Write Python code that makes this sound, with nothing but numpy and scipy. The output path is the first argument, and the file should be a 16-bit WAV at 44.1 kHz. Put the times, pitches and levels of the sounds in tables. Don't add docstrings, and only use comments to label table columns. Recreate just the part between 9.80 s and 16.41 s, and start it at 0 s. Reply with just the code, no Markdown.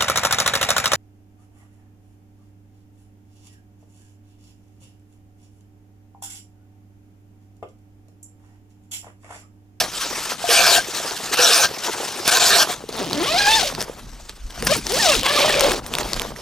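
import sys
import numpy as np
from scipy import signal
from scipy.fft import rfft, irfft, next_fast_len
from scipy.io import wavfile

SR = 44100
rng = np.random.default_rng(int(sys.argv[2]) if len(sys.argv) > 2 else 0)


def bounce(signal):
    frames = np.transpose(np.atleast_2d(signal))
    limited = np.clip(frames, -1, 1)
    pcm = np.round(limited * 32767).astype(np.int16)
    wavfile.write(sys.argv[1], SR, pcm)


N = 291501


def from_db(db):
    return 10 ** (np.asarray(db) / 20)


def rms_one(x):
    return x / np.sqrt(np.mean(x ** 2) + 1e-20)


def in_time(rows):
    times, *columns = np.transpose(rows)
    return [np.interp(np.arange(N) / SR, times, column) for column in columns]


def strokes(tables):
    t = np.arange(N) / SR
    gate = 0
    for rows in tables:
        start, end = rows[0][0], rows[-1][0]
        gate = gate + np.interp(t, [start - .015, start, end, end + .015], [0, 1, 1, 0])
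    return [gate] + in_time(np.vstack(tables))


def per_stroke(tables, first, last):
    rows = []
    for table, start_value, end_value in zip(tables, first, last):
        rows += [(table[0][0], start_value), (table[-1][0], end_value)]
    return in_time(rows)[0]


def shape(x, points, kind=from_db):
    size = next_fast_len(N)
    hz = np.maximum(np.fft.rfftfreq(size, 1 / SR), 1)
    table_hz, values = np.array(points)[:, 0], np.array(points)[:, 1]
    response = kind(np.interp(np.log(hz), np.log(table_hz), values))
    return irfft(rfft(x, size) * response, size)[:N]


def band(x, low_hz, high_hz):
    sos = signal.butter(2, [low_hz, high_hz], "band", fs=SR, output="sos")
    return rms_one(signal.sosfilt(sos, x))


def drift(rate):
    r = np.exp(-2 * np.pi * rate / SR)
    noise = rng.standard_normal(N + SR)
    return rms_one(signal.lfilter([1], [1, -2 * r, r * r], noise)[SR:])


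def grains(spread_db, clump_db, clump_rate):
    sizes_db = spread_db * np.minimum(rng.exponential(1, N), 6) + clump_db * drift(clump_rate)
    return rms_one(from_db(sizes_db) * rng.standard_normal(N))


def ring(clicks, hz, t60):
    r, w = from_db(-60 / (t60 * SR)), 2 * np.pi * hz / SR
    return signal.lfilter([0, np.sin(w)], [1, -2 * r * np.cos(w), r * r], clicks + 1e-18)


def patchy(x, patch_db, rate, centre_hz=None, lift_db=0):
    out = 0
    edges = 150 * 2 ** np.arange(0, 7, 1 / 6)
    swells = [drift(rate) for _ in range(7)]
    for k, (low, high) in enumerate(zip(edges, edges[1:])):
        db = patch_db * np.roll(swells[k % 7], 9973 * k)
        if centre_hz is not None:
            db = db + lift_db * np.exp(-(np.log(centre_hz / low) / 0.66) ** 2)
        sos = signal.butter(2, [low, high], "band", fs=SR, output="sos")
        out = out + from_db(db) * signal.sosfilt(sos, x) * (-1) ** k
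    return out


def blows(events, crack_s):
    out, t = np.zeros(N + SR), np.arange(6000) / SR
    noises = rng.standard_normal((len(events), len(t)))
    for (s, db, hz, t60, crack_db), noise in zip(events, noises):
        body = np.sin(2 * np.pi * hz * t) * from_db(-60 * t / t60)
        crack = from_db(crack_db - 60 * t / crack_s) * signal.lfilter([.35], [1, -.9, .25], noise)
        at = round(s * SR)
        out[at:at + len(t)] += from_db(db) * (body + crack)
    return out[:N]


def wind():
    # (time [s], rumble level [dB], flutter level [dB])
    gusts = [(0.0, -57, -43), (0.09, -50, -48.5), (1.91, -63, -48), (2.87, -56, -47), (3.05, -50, -45),
             (3.33, -54, -34), (3.41, -49, -41), (3.87, -42.5, -41.5), (4.57, -45.5, -56),
             (4.66, -28.5, -52), (4.73, -44, -52), (4.82, -37, -29.5), (5.12, -42, -44), (5.19, -41, -33),
             (5.26, -44, -39), (5.39, -31, -31.5), (5.49, -45, -40.5), (5.87, -36, -33.5),
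             (6.06, -43, -44.5), (6.41, -34, -39), (6.61, -46, -42)]
    rumble_db, flutter_db = in_time(gusts)
    rumble = band(band(rng.standard_normal(N), 22, 58), 18, 75)
    flutter = band(band(rng.standard_normal(N), 84, 262), 59, 380)
    return rumble * from_db(rumble_db + 1.5 * drift(4)) + flutter * from_db(flutter_db + 3.0 * drift(8))


def rustle():
    # (time [s], crackle level [dB])
    pauses = [
        [(0.04, -25), (0.112, -37), (0.138, -27.5), (0.286, -28), (0.346, -24), (0.482, -29.5), (0.516, -21),
         (0.574, -36), (0.66, -25.5)],
        [(0.99, -32), (1.042, -33.5), (1.092, -30), (1.124, -33), (1.154, -26), (1.42, -33), (1.432, -26.5),
         (1.51, -32), (1.54, -15)],
        [(1.89, -26.5), (1.902, -34), (2.018, -33.5), (2.038, -26), (2.084, -26), (2.108, -29), (2.144, -28),
         (2.45, -31), (2.46, -24)],
        [(2.85, -32), (2.878, -31.5), (2.9, -23), (2.972, -40), (3.082, -47.5), (3.09, -35.5), (3.116, -43),
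         (3.128, -37.5), (3.16, -36.5)],
        [(3.9, -30.5), (3.928, -31), (3.932, -42), (3.998, -32.5), (4.008, -27.5), (4.056, -43), (4.092, -40),
         (4.16, -48.5), (4.2, -43.5)],
        [(4.215, -46.5), (4.485, -47.5), (4.495, -34.5), (4.521, -51), (4.695, -50), (4.705, -41), (4.723, -44),
         (4.865, -32.5), (4.87, -14.5)],
        [(4.98, -29), (5.002, -41), (5.046, -35), (5.058, -38), (5.07, -27.5)],
        [(5.98, -31), (6.016, -48), (6.07, -37.5), (6.092, -44.5), (6.134, -31.5), (6.49, -37), (6.55, -49),
         (6.56, -42), (6.61, -40.5)],
    ]
    # (frequency [Hz], gain [dB])
    cloth_colour = [(290, -10.5), (500, -25), (784, -7), (1210, 0), (2130, -3), (5550, -1), (11100, -12.5),
                    (15100, -18), (16000, -21)]
    crunch_levels = [-9, -6, -4.5, -1, -1.5, -3.5, -9, 2.5]
    gate, rustle_db = strokes(pauses)
    cloth_grains = grains(spread_db=1.5, clump_db=2.0, clump_rate=34)
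    crackle = rms_one(shape(patchy(cloth_grains, patch_db=2.5, rate=15), cloth_colour))
    crunch = band(grains(spread_db=5.0, clump_db=3.5, clump_rate=33), 305, 1024)
    crunch_db = per_stroke(pauses, crunch_levels, crunch_levels)
    return gate * from_db(rustle_db) * (crackle + from_db(crunch_db) * crunch)


def snaps():
    # (time [s], level [dB], pitch [Hz], crack level above the tone [dB])
    snap_events = [(0.6913, -6, 3050, -14), (1.31, -15, 4150, -3), (2.458, -14, 3240, -6),
                   (2.4779, 1, 3520, 10), (3.0902, -19.5, 4420, -1), (3.1268, -17, 4580, -6),
                   (3.2436, -18, 3150, -9), (3.3312, -2, 4330, -6), (3.95, -12.5, 4540, -2),
                   (4.007, -6, 5040, -12), (4.0164, -8, 5330, -1.5), (4.0257, -11.5, 8750, 0),
                   (4.4947, -15.5, 4300, -2), (4.706, -25.5, 3460, -4), (4.778, -27, 1570, -4),
                   (4.8246, -21, 1710, 13), (4.8712, -11.5, 1596, -13), (5.0679, -3.5, 5670, -14),
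                   (5.0933, -20, 4714, -3), (5.1213, -7.5, 4796, -8), (5.3532, -5, 2700, -8),
                   (5.4325, -9, 3040, 5), (5.464, -9, 2750, 7), (5.742, -3, 2500, -10),
                   (5.796, -2, 6290, -4), (5.8083, -7, 4520, 14), (5.9184, -10, 1670, 7),
                   (6.064, -16, 8700, 0), (6.1384, -9.5, 3600, 3), (6.1522, -6, 3580, 1),
                   (6.1853, -14, 2610, 11), (6.209, -18, 1940, 3), (6.2317, -13, 4080, -8),
                   (6.29, -18, 3870, 1), (6.333, -8, 4610, 3), (6.3427, -9.5, 4630, -22),
                   (6.3966, -14.5, 3470, 7.5), (6.4184, -10, 3300, 2), (6.562, -22, 1920, -12)]
    # (time [s], level [dB], pitch [Hz], time to fade by 60 dB [s])
    knock_events = [(0.641, -15, 703, .11), (0.689, -15, 472, 0.16), (1.085, -25, 377, 0.046),
                    (1.201, -22.5, 690, 0.049), (1.513, -24, 396, .06), (1.592, -10.5, 493, 0.096),
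                    (1.912, -23, 428, 0.036), (2.361, -26, 396, .05), (2.398, -21.5, 369, .06),
                    (2.898, -18.5, 719, .09), (3.039, -20.5, 444, 0.025), (3.091, -19, 432, 0.033),
                    (3.127, -25, 715, .03), (4.097, -15, 493, 0.018), (4.777, -27.5, 703, .045),
                    (4.827, -19, 471, 0.056)]
    sharp = blows([(s, db, hz, 15 / hz, crack_db) for s, db, hz, crack_db in snap_events], crack_s=.006)
    dull = blows([row + (-32,) for row in knock_events], crack_s=.012)
    return signal.sosfilt(signal.butter(2, 150, "high", fs=SR, output="sos"), sharp + dull)


def shovel():
    # (start [s], length [s], scrape level [dB], drop by the end [dB], ring above the scrape [dB])
    pushes = [(-0.3, 0.31, -5, 8, -17.5), (0.675, 0.31, -12.5, 3, -11.5), (1.523, 0.027, -24.5, -2, -27),
              (1.568, 0.285, -13.5, 1.5, -15.5), (2.461, 0.367, -14, -0.6, -12.5)]
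    # (frequency [Hz], gain [dB])
    snow_colour = [(120, -95), (200, -28.5), (482, -8.5), (601, -11), (709, -5), (950, -11), (1560, -6),
                   (2090, -17.5), (2330, -8), (5420, -8), (16000, -26.5)]
    # (frequency [Hz], width [Hz], relative level before its wander [dB])
    blade_tones = [(333, 36, -36), (520, 13, -47), (691, 14, 22), (1080, 43, -30), (1246, 32, 21.5),
                   (1582, 43, 25), (2410, 59, -1), (3060, 37, -50), (4220, 140, 7), (4870, 44, -47),
                   (5100, 70, -29), (7100, 79, -19)]
    # (time [s], dip [dB])
    stalls = [(2.507, 9), (2.593, 9.5)]
    attack_s, release_s, edge_db = 0.026, 0.02, -13
    freed_s, freed_db = 0.029, 11.5
    stall_s = 0.005

    tables = []
    for s, length_s, db, sag_db, held_db in pushes:
        freed_ring_db = held_db + freed_db
        tables.append([
            (s, db + edge_db, held_db),
            (s + attack_s, db, held_db),
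            (s + max(length_s - freed_s, attack_s), db - sag_db / 2, held_db),
            (s + length_s, db - sag_db, freed_ring_db),
            (s + length_s + release_s, db - sag_db + edge_db, freed_ring_db)])
    gate, scrape_db, ring_db = strokes(tables)
    t = np.arange(N) / SR
    for s, dip_db in stalls:
        scrape_db = scrape_db - dip_db * np.exp(-((t - s) / stall_s) ** 2)

    snow = grains(spread_db=3.0, clump_db=-0.5, clump_rate=66)
    blade = 0
    for hz, width_hz, db in blade_tones:
        tone = rms_one(ring(snow, hz, 2.2 / width_hz))
        blade = blade + from_db(db + 4 * drift(10)) * tone
    hiss = rms_one(shape(patchy(snow, patch_db=3.5, rate=12), snow_colour))
    return gate * from_db(scrape_db) * (hiss + from_db(ring_db) * rms_one(blade))


def pull_tab():
    # (time [s], strike level [dB])
    touches = [(3.1657, -34), (3.255, -36), (3.4306, -25), (3.88, -44), (3.92, -46), (4.0068, -36),
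               (4.1829, -43), (4.8479, -19.5), (4.9666, -21), (5.1202, -22), (5.1881, -25), (5.219, -27),
               (5.6939, -24), (5.8077, -24), (5.8401, -26), (5.9179, -26), (6.066, -30)]
    # (frequency [Hz], level added to the strike [dB], time to fade by 60 dB [s])
    tab_tones = [(8650, -4.5, 0.051), (10600, -9, 0.12), (11900, -12, 0.065), (14400, -7, 0.091)]
    at, out = [round(s * SR) for s, db in touches], np.zeros(N)
    strike_db = np.array(touches)[:, 1]
    luck = rng.standard_normal((len(at), len(tab_tones)))
    for k, (hz, level_db, t60) in enumerate(tab_tones):
        clicks = np.zeros(N)
        clicks[at] = from_db(strike_db + level_db + 2.2 * luck[:, k])
        out += ring(clicks, hz, t60)
    return out


def zip_pull():
    # (time [s], teeth per second [1/s], lowest tone level [dB], hiss level [dB])
    pulls = [
        [(3.14, 241.1, -58, -36), (3.198, 225.1, -33, -29.5), (3.282, 147.0, -39, -33),
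         (3.338, 225.2, -30.5, -30.5), (3.42, 346.0, -21.5, -27.5), (3.458, 525, -31, -25.5),
         (3.568, 740, -18, -24.5), (3.584, 815, -25, -19.5), (3.642, 814, -28, -23.5), (3.672, 830.7, -21, -19),
         (3.72, 889.1, -21.5, -19.5), (3.766, 884, -22, -17), (3.888, 523, -32.5, -27), (3.93, 365.1, -53, -49)],
        [(4.85, 416, -51, -46), (4.888, 507, -35, -25), (4.926, 602.4, -12, -19.5), (4.94, 660, -40, -22.5),
         (4.966, 423, -30, -26.5), (4.99, 356, -34.5, -43)],
        [(5.06, 336, -46, -38), (5.106, 360, -32, -27), (5.14, 525, -22.5, -26), (5.156, 530, -18, -22.5),
         (5.164, 570, -25, -21.5), (5.2, 938.0, -29.5, -20), (5.292, 603, -16.5, -17), (5.328, 560, -26, -16.5),
         (5.38, 280.7, -31, -24), (5.41, 247.9, -42, -25)],
        [(5.43, 510, -36, -32), (5.46, 516.9, -32, -18.5), (5.518, 600, -28, -22), (5.606, 565, -21.5, -18.5),
         (5.67, 630, -23.5, -22.5), (5.694, 640, -33, -20.5), (5.788, 543, -16.5, -26),
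         (5.812, 560, -31, -22.5), (5.834, 580, -15.5, -21.5), (5.9, 480, -21, -23), (5.918, 410, -28, -23.5),
         (5.99, 278.6, -38.5, -36.5)],
    ]
    # (multiple of the tooth rate [x], level offset [dB])
    tooth_tones = [(1, 0), (2, -3), (3, -8), (4, -9), (5, -11), (6, -12), (7, -15), (8, -18)]
    # (frequency [Hz], gain [dB])
    slider_colour = [(88, -42), (150, -31), (475, -2.5), (790, -17.5), (1310, -9), (1720, -6), (2060, -2),
                     (3550, -4), (10600, -9), (14800, -17.5), (16000, 0)]
    # (resonance at start [Hz], at end [Hz], overtones above hiss [dB],
    # low rasp above hiss at start [dB], at end [dB])
    grips = [(3700, 4000, -4, -1, -12), (4600, 5400, -4.5, -12, -9), (5000, 4200, -8.5, -6, -12),
             (3160, 4360, -6, -5.5, 1.5)]
    scatter_ends = [(.018, .034), (.04, .05), (.03, .018), (.035, .09)]
    smooth_per_s, scatter_power = 550, 1.8
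    fray_share, fray_scatter, fray_loss_db = .2, .16, 12

    gate, per_s, tone_db, hiss_db = strokes(pulls)
    start_hz, end_hz, over, rasp_start, rasp_end = np.transpose(grips)
    tape_hz = per_stroke(pulls, start_hz, end_hz)
    over_db = per_stroke(pulls, over, over)
    rasp_db = per_stroke(pulls, rasp_start, rasp_end)
    scatter = per_stroke(pulls, *np.transpose(scatter_ends))
    fray_rows = []
    for rows in pulls:
        start, end = rows[0][0], rows[-1][0]
        fray_rows += [(start, 0), (end - fray_share * (end - start), 0), (end, 1)]
    fray, = in_time(fray_rows)

    speed_scatter = scatter * (smooth_per_s / per_s) ** scatter_power
    uneven = np.minimum(fray_scatter * fray + speed_scatter, .16)
    turn = 2 * np.pi * np.cumsum(per_s * (1 + uneven * drift(100))) / SR
    buzz = 0
    for k, db in tooth_tones:
        lift_db = 4 * np.exp(-(np.log(k * per_s / tape_hz) / .45) ** 2)
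        base_db = tone_db if k == 1 else hiss_db + over_db - fray_loss_db * np.sqrt(fray)
        wander_db = min(k + .5, 2.5) * 2 * drift(30)
        buzz = buzz + from_db(db + lift_db + base_db + wander_db) * np.sqrt(2) * np.cos(k * turn)

    rub = grains(spread_db=2.5, clump_db=1.5, clump_rate=60) * (1 + .9 * np.cos(turn))
    rasp = band(grains(spread_db=4.0, clump_db=3.5, clump_rate=75), 298, 1210)
    lifted_rub = patchy(rub, patch_db=2.0, rate=74, centre_hz=tape_hz, lift_db=11.5)
    hiss = rms_one(shape(lifted_rub, slider_colour))
    return gate * (buzz + from_db(hiss_db) * (hiss + from_db(rasp_db) * rasp))


def scene():
    # (frequency [Hz], level before its wander [dB])
    unlike = [(60, -15), (200, -26), (700, -30), (2000, -15), (8000, -10), (15000, -14)]
    near = wind() + rustle() + snaps() + shovel() + pull_tab() + zip_pull()
    apart = shape(near, unlike) * drift(100)
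    return np.array([near + apart, near - apart])


def record(dry):
    # (frequency [Hz], phase by which left leads [rad])
    lead = [(60, .1), (350, .7), (900, .8), (2000, .5), (4000, .55), (8000, .45), (12000, .15), (16000, 0)]
    # (frequency [Hz], left minus right level [dB])
    lean = [(60, 0), (200, .3), (700, 1.7), (1300, 1.5), (2400, .5), (4400, 1), (8000, 1.5), (15000, .8)]
    left = shape(shape(dry[0], lead, lambda p: np.exp(.5j * p)), lean, lambda db: from_db(db / 2))
    right = shape(shape(dry[1], lead, lambda p: np.exp(-.5j * p)), lean, lambda db: from_db(-db / 2))
    top_cut = signal.cheby2(14, 70, 16350, fs=SR, output="sos")
    return signal.sosfilt(top_cut, np.tanh([left, right]))


dry = scene()
out = record(dry)
bounce(out)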